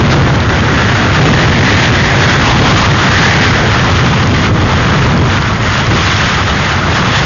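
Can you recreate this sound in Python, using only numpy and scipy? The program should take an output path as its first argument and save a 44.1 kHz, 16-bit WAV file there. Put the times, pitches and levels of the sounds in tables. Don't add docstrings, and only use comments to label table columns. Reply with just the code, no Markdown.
import sys
import numpy as np
from scipy import signal
from scipy.fft import rfft, irfft, next_fast_len
from scipy.io import wavfile
from scipy.ndimage import uniform_filter1d

SR = 44100
rng = np.random.default_rng(int(sys.argv[2]) if len(sys.argv) > 2 else 0)


def transcribe(u):
    v = np.clip(np.atleast_2d(u).T, -1, 1)
    q = np.round(v * 32767).astype(np.int16)
    wavfile.write(sys.argv[1], SR, q)


N = 319725
TIME = np.arange(N) / SR
CEILING = 0.47
EDGE_HZ = 6950

# middle_s, length_s (width at half height), buffeting_db (added), roar_db (added)
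GUSTS = [(1.258, .13, 9, 3.5), (1.601, 0.0811, 2.5, -1.5), (2.221, 0.061, 2.5, 3.5),
         (2.609, 0.0495, 4, 1.5), (2.697, 0.0895, 3, 2.5), (3.224, .06, 3, 2), (4.041, .08, 4, 3),
         (4.535, 0.072, 2.5, 3.5), (5.213, .07, 1.5, -0.5), (5.928, 0.0904, 6, 1.5),
         (7.107, .06, 2.5, -2.5)]
# time_s, buffeting_db, roar_db, brightness_db_per_octave (from spray)
STORM = [(0, -1.5, -11, -1), (.22, -1, -10.3, -0.2), (.4, -8, -13.3, -1.5), (.8, -7, -10, -0.5),
         (1.12, -6.5, -9.5, 0), (1.72, -3, -5, -0.2), (2.0, -6.5, -8.5, 0.8), (2.7, -5, -6.5, 1.86),
         (3.3, -6.5, -6, 1), (3.55, -7, -7.5, 0), (4.3, -7, -12.5, 1.2), (5.2, -6, -11.5, -0.5),
         (5.45, -11.5, -14, .3), (6.15, -12, -10.7, 3.5), (6.55, -12.5, -13.5, 1.8),
         (7.25, -11.5, -11.5, 0.8)]


def buffeting(hurry=.12, trim_db=-0.26, steady_s=0.18, lumpy_db=1.0, lumpy_hz=8):
    # (relative, per Hz)
    eddy_spectrum = [(20, -24), (45, -12.5), (70, -3.5), (100, 0.9), (140, -1.8), (190, -6.5), (235, -8),
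                     (285, -13), (340, -14.5), (500, -19), (1200, -43)]
    gusts_db = swells([(middle, length, db) for middle, length, db, _ in GUSTS], TIME)
    strength_db = follow(STORM, TIME)[0] + gusts_db + lumpy_db * wander(lumpy_hz)

    def response(hz):
        return gain_of(read(eddy_spectrum, hz)) / (1 + (hz / 1500) ** 2)

    eddies = filtered(rng.standard_normal(N), response)
    travel = np.cumsum(gain_of(hurry * strength_db))
    eddies = np.interp(travel / travel[-1], TIME / TIME[-1], eddies)
    power = uniform_filter1d(eddies ** 2, max(int(steady_s * SR), 1))
    eddies /= np.sqrt(power + 1e-12)
    return eddies * gain_of(strength_db + trim_db)


def gale(howl_octaves=0.34, howl_db=4.5, spray_tilt=.6, patchy_db=1.48, flutter_db=1.07, flutter_hz=40,
         trim_db=-0.42, shimmer_db=.5, shimmer_hz=9):
    # (relative, per Hz)
    roar_spectrum = [(100, -4), (350, 0), (580, 0.1), (820, 2), (1250, 0.14), (1600, -0.7), (1950, 0.36),
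                     (2500, -6.5), (2900, -6.5), (3400, -6.5), (4200, -16), (5000, -15.5), (5800, -20.5),
                     (7000, -21.5)]
    # time_s, centre_hz
    howl_course = [(0, 1210), (.75, 1604), (1.1, 1453), (1.45, 1850), (2.1, 1900), (2.3, 1590), (2.5, 978),
                   (2.8, 1047), (3.3, 1840), (3.6, 1594), (3.9, 1240), (5.1, 1340), (6.1, 1240),
                   (7.25, 1395)]
    hop = 128
    frame_s = np.arange(N // hop + 5) * hop / SR
    bin_hz = np.fft.rfftfreq(4 * hop, 1 / SR)

    brightness = follow(STORM, frame_s)[2] + spray_tilt * spray(frame_s)
    brightness += shimmer_db * np.interp(frame_s, TIME, wander(shimmer_hz))
    howl_hz = follow(howl_course, frame_s)[0][:, None]
    real, imag, patches = rng.standard_normal((3, len(frame_s), len(bin_hz)))
    patches = uniform_filter1d(patches, size=16, axis=0)
    patches = evened(uniform_filter1d(patches, size=4, axis=1))

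    tilt_db = brightness[:, None] * np.log2((bin_hz + 100) / 1500)
    field_db = read(roar_spectrum, bin_hz) + tilt_db + patchy_db * patches
    octaves_off = np.log2((bin_hz + 1) / howl_hz)
    field_db += howl_db * np.exp(-(octaves_off / howl_octaves) ** 2)
    shape = gain_of(field_db) * (bin_hz < EDGE_HZ + 500)
    shape /= np.linalg.norm(shape, axis=1, keepdims=True)
    noise_frames = (shape * (real + 1j * imag)).T
    roar = signal.istft(noise_frames, nperseg=4 * hop, noverlap=3 * hop)[1][:N]

    gusts_db = swells([(middle, length, db) for middle, length, _, db in GUSTS], TIME)
    strength_db = follow(STORM, TIME)[1] + gusts_db + spray(TIME)
    return evened(roar) * gain_of(strength_db + trim_db + flutter_db * wander(flutter_hz))


def spray(t):
    # middle_s, length_s (width at half height), rise_db
    sheets = [(.12, 0.037, 5), (.57, 0.07, 2), (1.32, .06, 1), (1.46, .08, 0.5), (2.49, .07, 0.5),
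              (2.79, .06, 0.5), (4.45, .07, 1), (5.34, .07, 2), (5.76, 0.07, 1.5), (6.01, .08, 1),
              (6.73, .1, 0.6), (6.96, .05, 1.5), (7.17, 0.076, 4)]
    # middle_s, length_s (width at half height), drop_db
    lulls = [(1.55, .07, 3), (2.39, 0.086, 1.5), (2.94, 0.11, 2.1), (3.39, .05, 1.4), (4.54, 0.092, 5),
             (5.42, 0.065, 1.5), (5.56, .1, 3.5), (5.86, .06, 2.5), (6.45, .06, 1.8), (6.86, .08, 2)]
    return swells(sheets, t) - swells(lulls, t)


def spatter(per_s=160, spread_db=5.0, level_db=-27, cycles=3.8, low_hz=1300, high_hz=6000, count=16):
    size_db = spread_db * np.minimum(rng.exponential(1, N), 4)
    drops = gain_of(size_db) * (rng.random(N) < per_s / SR)
    spot = rng.integers(0, count, N)
    t = TIME[:SR // 100]
    out = np.zeros(N)
    for k, hz in enumerate(np.geomspace(low_hz, high_hz, count)):
        decay = np.exp(-2 * hz * t / cycles)
        tick = (-1) ** k * np.sin(2 * np.pi * hz * t) * decay
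        out += signal.oaconvolve(drops * (spot == k), tick)[:N]
    return gain_of(level_db) * evened(out)


def fizz(x, share_db=-7.5, low_hz=250, high_hz=2000, lag_s=0.043, flicker_db=1.0, flicker_hz=60):
    treble = filtered(x, lambda hz: hz > 1000)
    power = uniform_filter1d(treble ** 2, max(int(lag_s * SR), 1))
    strength = np.sqrt(power + 1e-12)

    def response(hz):
        return (hz < EDGE_HZ) * hz / np.hypot(hz, low_hz) / np.hypot(hz, high_hz)

    hiss = filtered(rng.standard_normal(N), response)
    return gain_of(share_db + flicker_db * wander(flicker_hz)) * strength * evened(hiss)


def swells(rows, t, steep=2.6):
    return sum(db * .5 ** (abs(2 * (t - middle) / length) ** steep) for middle, length, db in rows)


def wander(hz):
    return evened(filtered(rng.standard_normal(N), lambda f: 1 / (1 + (f / hz) ** 2)))


def filtered(x, response):
    size = next_fast_len(N + SR // 4)
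    hz = np.fft.rfftfreq(size, 1 / SR)
    return irfft(rfft(x, size) * response(hz), size)[:N]


def follow(rows, t):
    s, *columns = np.transpose(rows)
    return [np.interp(t, s, column) for column in columns]


def read(points, hz):
    table_hz, value = np.transpose(points)
    return np.interp(np.log(hz + 1), np.log(table_hz + 1), value)


def evened(x):
    return x / np.sqrt(np.mean(x ** 2) + 1e-20)


def gain_of(db):
    return 10 ** (np.asarray(db) / 20)


def scene():
    return (buffeting() + gale() + spatter())[None]


def record(dry, thin_hz=22, dull_hz=7000):
    clipped = np.clip(dry[0], -CEILING, CEILING)
    clipped = filtered(clipped, lambda hz: hz / np.hypot(hz, thin_hz) / np.sqrt(1 + (hz / dull_hz) ** 4))
    band_limit = signal.firwin(1023, EDGE_HZ, window=("kaiser", 9), fs=SR)
    return signal.oaconvolve(clipped + fizz(clipped), band_limit, "same")[None]


dry = scene()
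out = record(dry)
transcribe(out)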